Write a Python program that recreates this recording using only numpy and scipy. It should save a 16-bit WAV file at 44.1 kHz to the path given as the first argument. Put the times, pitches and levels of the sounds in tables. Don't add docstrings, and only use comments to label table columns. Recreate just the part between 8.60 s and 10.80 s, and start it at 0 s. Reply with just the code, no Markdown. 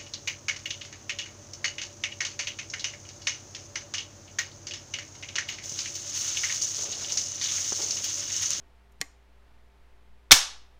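import sys
import numpy as np
from scipy import signal
from scipy.fft import rfft, irfft
from scipy.io import wavfile
from scipy.ndimage import uniform_filter1d

SR = 44100
rng = np.random.default_rng(int(sys.argv[2]) if len(sys.argv) > 2 else 0)


def voltage_ratio(decibels):
    exponent = np.asarray(decibels, float) / 20
    return 10 ** exponent


def to_wav(s):
    ch = np.atleast_2d(s).T
    pcm = np.round(np.clip(ch, -1, 1) * 32767)
    wavfile.write(sys.argv[1], SR, pcm.astype(np.int16))


N = 96975

# f/Hz, rms level/dB
HUM_TONES = [(59.2, -59), (99.3, -77.5), (119, -81), (139, -81), (199, -78.5), (238, -81.5), (296, -82),
             (395, -76.5), (495, -84), (694, -82), (888, -79.5)]
# f/Hz, level/dB per Hz
AIR_TONE = [(75, -13.5), (170, -24), (400, -18), (900, -19), (2300, -23.5), (4000, -30.5), (7500, -39.5),
            (15700, -46)]
# f/Hz, level/dB
RUMBLE_TONE = [(1, 0), (3, 0), (6, -6), (11, -18), (30, -22), (50, -30), (75, -31), (76, -90)]
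# f/Hz, t60/s, level/dB
ROOM_BANDS = [(294, 0.25, -22.5), (699, 0.44, -13.5), (1385, 0.38, -18.5), (2713, 0.42, -23.5),
              (5230, 0.38, -23), (6990, 0.33, -18.5), (10040, 0.29, -20), (14000, .18, -17)]

# t/s, level/dB, contact/s
TICK_HITS = [
    (.3200, -64, .001),
    (.3238, -63, .001),
]
# f/Hz, level/dB, t60/s
TICK_MODES = [(3930, -16, .008), (6800, 4, 0.0071), (9100, -10, .008), (12500, -2, .008)]
# f/Hz, level/dB
TICK_RATTLE_TONE = [(2000, -20), (5000, -6), (7000, 0), (9000, -2), (13000, -2), (15700, -10)]

# t/s, level/dB, length/s
SCRAPE_EVENT = [
    (.4040, -57, .0095),
]
# f/Hz, level/dB
SCRAPE_TONE = [(200, -20), (1500, -8), (3500, 0), (6000, 0), (9500, -4), (11500, -20), (15000, -30)]

# t/s, level/dB, contact/s
CLICK_HITS = [
    (.4135, -9.5, 0.000035),
    (.4143, -27, 0.0000476),
    (.4147, -16.5, .00005),
]
# f/Hz, level/dB, t60/s
TRIGGER_MODES = [(284, -31, .12), (446, -20.5, 0.09), (784, -30, 0.058), (1137, -26, 0.093),
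                 (1843, -36, 0.072), (1923, -12, 0.061), (2107, -14, 0.074), (3020, -12.5, 0.0207),
                 (4350, -13, 0.019), (5600, 0.5, 0.0051), (6925, -1.5, 0.0074), (8400, -7, 0.0061),
                 (9950, -14.5, .006), (12150, -12.5, 0.0076)]
# f/Hz, level/dB per Hz
CLICK_RATTLE_TONE = [(100, 8), (1000, -7), (2000, 6), (3500, 0), (6500, 2.5), (9000, -11), (12500, -18),
                     (15700, -25)]

# t/s, level/dB, contact/s
SEAR_HITS = [
    (1.7097, -1.5, .0004),
    (1.7110, -5.5, .0004),
    (1.7125, -18.5, 0.00071),
]
# f/Hz, level/dB, t60/s
SEAR_MODES = [(1461.5, -2, 0.017), (2280, -0.5, 0.0036), (3630, -4, .012), (5694, -7.5, .006),
              (8060, -11.5, .005)]
# f/Hz, level/dB per Hz
SEAR_RATTLE_TONE = [(300, -40), (900, -6.5), (2500, -3), (5000, -4), (9000, -20.5), (11000, -37),
                    (15700, -46.5)]

# t/s, level/dB, contact/s
HAMMER_HITS = [
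    (1.7155, 4, 0.0018),
    (1.7177, 9, 0.00099),
    (1.7200, -4, 0.0013),
    (1.7225, -4.5, 0.0012),
    (1.7245, 0.5, 0.00099),
    (1.7262, -11.5, 0.0009),
    (1.7305, -11.5, 0.0011),
    (1.7395, -10.5, .001),
]
# f/Hz, level/dB, t60/s
FRAME_MODES = [(97, -25, .06), (277.2, -24, 0.045), (796, -24.5, 0.047), (1398, -21.5, 0.036),
               (1740, -12, 0.035), (2283, -2, 0.017), (3120, -10, 0.0053), (3259, -5, 0.024),
               (3586, -6, 0.038), (4246, -2, .015), (5260, -9, 0.045), (5609, 0.5, 0.013),
               (6420, -8, 0.0087), (9570, -10, .012)]
# f/Hz, level/dB per Hz
HAMMER_RATTLE_TONE = [(100, -42.5), (650, -37.5), (900, -14.5), (2300, -5), (3500, 0.5), (6300, 1),
                      (8000, -9), (15700, -19.5)]

# t/s, level/dB, length/s
OVERLOAD_SHIFT = [
    (1.717, -24, .0095),
]


def level(x, db):
    return x * voltage_ratio(db) / np.sqrt(np.mean(x ** 2))


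def colour(x, tone):
    f = np.fft.rfftfreq(len(x), 1 / SR) + 1
    hz, db = np.array(tone).T
    gain = voltage_ratio(np.interp(np.log(f), np.log(hz), db, left=-90))
    return irfft(rfft(x) * gain, len(x))


def fade(t, t60):
    return (t >= 0) * np.exp(-np.log(1000) * np.maximum(t, 0) / t60)


def walk(rate_hz):
    k = int(SR / rate_hz)
    steps = np.repeat(rng.standard_normal(N // k + 1), k)
    return 1.3 * uniform_filter1d(uniform_filter1d(steps, k), k)[:N]


def hum_and_fan():
    t = np.arange(N) / SR
    out = np.zeros(N)
    for k, (hz, db) in enumerate(HUM_TONES):
        wobble_db, wobble_rad = (-2, 1.15) if k else (-0.33, 0.15)
        loudness = np.sqrt(2) * voltage_ratio(db + wobble_db * walk(18))
        out += loudness * np.sin(2 * np.pi * hz * t + wobble_rad * walk(3.4) + 1.0)
    return out


def air_and_rumble():
    air = level(colour(rng.standard_normal(N), AIR_TONE), -66.5) * voltage_ratio(.5 * walk(6.07))
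    rumble = level(colour(rng.standard_normal(N), RUMBLE_TONE), -56)
    return air + rumble


def room(x):
    delay_s, rise_s = 0.0019, 0.004
    t = np.arange(SR // 2) / SR - delay_s
    noise = rfft(rng.standard_normal(len(t)))
    f = np.log(np.fft.rfftfreq(len(t), 1 / SR) + 1)
    centres = np.log(np.array(ROOM_BANDS)[:, 0])
    tail = np.zeros(len(t))
    for (_, t60, db), share in zip(ROOM_BANDS, np.eye(len(ROOM_BANDS))):
        band = irfft(noise * np.interp(f, centres, share), len(t))
        tail += band * voltage_ratio(db - 19) * fade(t, t60)
    return signal.fftconvolve(x, tail * np.clip(t / rise_s, 0, 1))[:N]


def settle_knock():
    t = np.arange(N) / SR - 1.9628
    return voltage_ratio(-42.5) * fade(t, .007) * np.sin(2 * np.pi * 1160 * t)


def scrape_and_thump():
    start_s, db, length_s = SCRAPE_EVENT[0]
    t = np.arange(N) / SR - start_s
    grow = np.clip(t / length_s, 0, 1) ** .5
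    gate = grow * fade(np.maximum(t - length_s, 0), .035)
    hiss = level(colour(rng.standard_normal(N), SCRAPE_TONE), db)
    scrape = (gate > .3) * (t < length_s) * hiss
    thump = -voltage_ratio(-41) * gate * np.sin(2 * np.pi * 150 * t)
    return scrape + thump


def strike(hits, modes, spread_db, smooth=0):
    out, t = np.zeros(N), np.arange(SR // 4) / SR
    for s, db, contact in hits:
        weights = rng.standard_normal(len(modes))
        grit = rng.standard_normal(256)
        ring = np.zeros(len(t))
        for (hz, mode_db, t60), weight in zip(modes, weights):
            rise = np.minimum(t * hz, 1)
            tone = np.sin(2 * np.pi * hz * t) * fade(t, t60) * rise
            ring += voltage_ratio(mode_db + spread_db * weight) * tone
        push = (smooth + grit) * fade(t[:256], 3 * contact)
        push = push / np.sqrt(np.sum(push ** 2))
        i = int(s * SR)
        out[i:i + len(t)] += voltage_ratio(db) * np.convolve(ring, push)[:len(t)] / 2
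    return out


def rattle(hits, tone, db, t60):
    t = np.arange(N) / SR
    rise_s = .0003
    bursts = np.zeros(N)
    for s, hit_db, _ in hits:
        bursts += voltage_ratio(hit_db) * fade(t - s, t60) * np.clip((t - s) / rise_s, 0, 1)
    return bursts * level(colour(rng.standard_normal(N), tone), db)


def finger_ticks():
    return strike(TICK_HITS, TICK_MODES, 2.5) + rattle(TICK_HITS, TICK_RATTLE_TONE, 0, .01)


def click_ring():
    return strike(CLICK_HITS, TRIGGER_MODES, 1.0, smooth=8)


def click_rattle():
    return rattle(CLICK_HITS, CLICK_RATTLE_TONE, -22, .035)


def snap_ring():
    return strike(SEAR_HITS, SEAR_MODES, 7.5) + strike(HAMMER_HITS, FRAME_MODES, 0.83)


def snap_rattle():
    sear = rattle(SEAR_HITS, SEAR_RATTLE_TONE, -5.5, .01)
    hammer = rattle(HAMMER_HITS, HAMMER_RATTLE_TONE, -3.5, .017)
    return sear + hammer


def scene():
    walls, ring_send_db, click_send_db = 6, -5.5, -6.5
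    snap, click, ticks = snap_ring(), click_ring(), finger_ticks()
    tail = np.zeros(N)
    for _ in range(walls):
        tail += room(snap_rattle() + voltage_ratio(click_send_db) * click_rattle()) / np.sqrt(walls)
    tail += voltage_ratio(ring_send_db) * room(snap + voltage_ratio(click_send_db) * click)
    direct = snap + snap_rattle() + click + click_rattle()
    small = ticks + scrape_and_thump() + settle_knock()
    quiet = hum_and_fan() + air_and_rumble()
    return (direct + tail + small + quiet)[None]


def overload_drift():
    start_s, db, length_s = OVERLOAD_SHIFT[0]
    t = np.maximum(np.arange(N) / SR - start_s, 0) / length_s
    push = -voltage_ratio(db) * np.e * t * np.exp(-t)
    recover_hz, damping = 2.3, .75
    w = 2 * np.pi * recover_hz / SR
    swing = [1 + 2 * damping * w + w * w, -2 - 2 * damping * w, 1]
    return signal.lfilter([1, -2, 1], swing, push)


def band_limit(x):
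    return signal.sosfilt(signal.butter(12, 15880, fs=SR, output="sos"), x)


def record(dry):
    headroom, top_hz = .9, 15900
    squashed = np.tanh((np.abs(dry) / headroom) ** 3) ** (1 / 3)
    clipped = headroom * squashed * np.sign(dry)
    top_cut = signal.ellip(6, .2, 24, top_hz, fs=SR, output="sos")
    mix = signal.sosfilt(top_cut, clipped) + overload_drift()
    return band_limit(mix)


dry = scene()
out = record(dry)
to_wav(out)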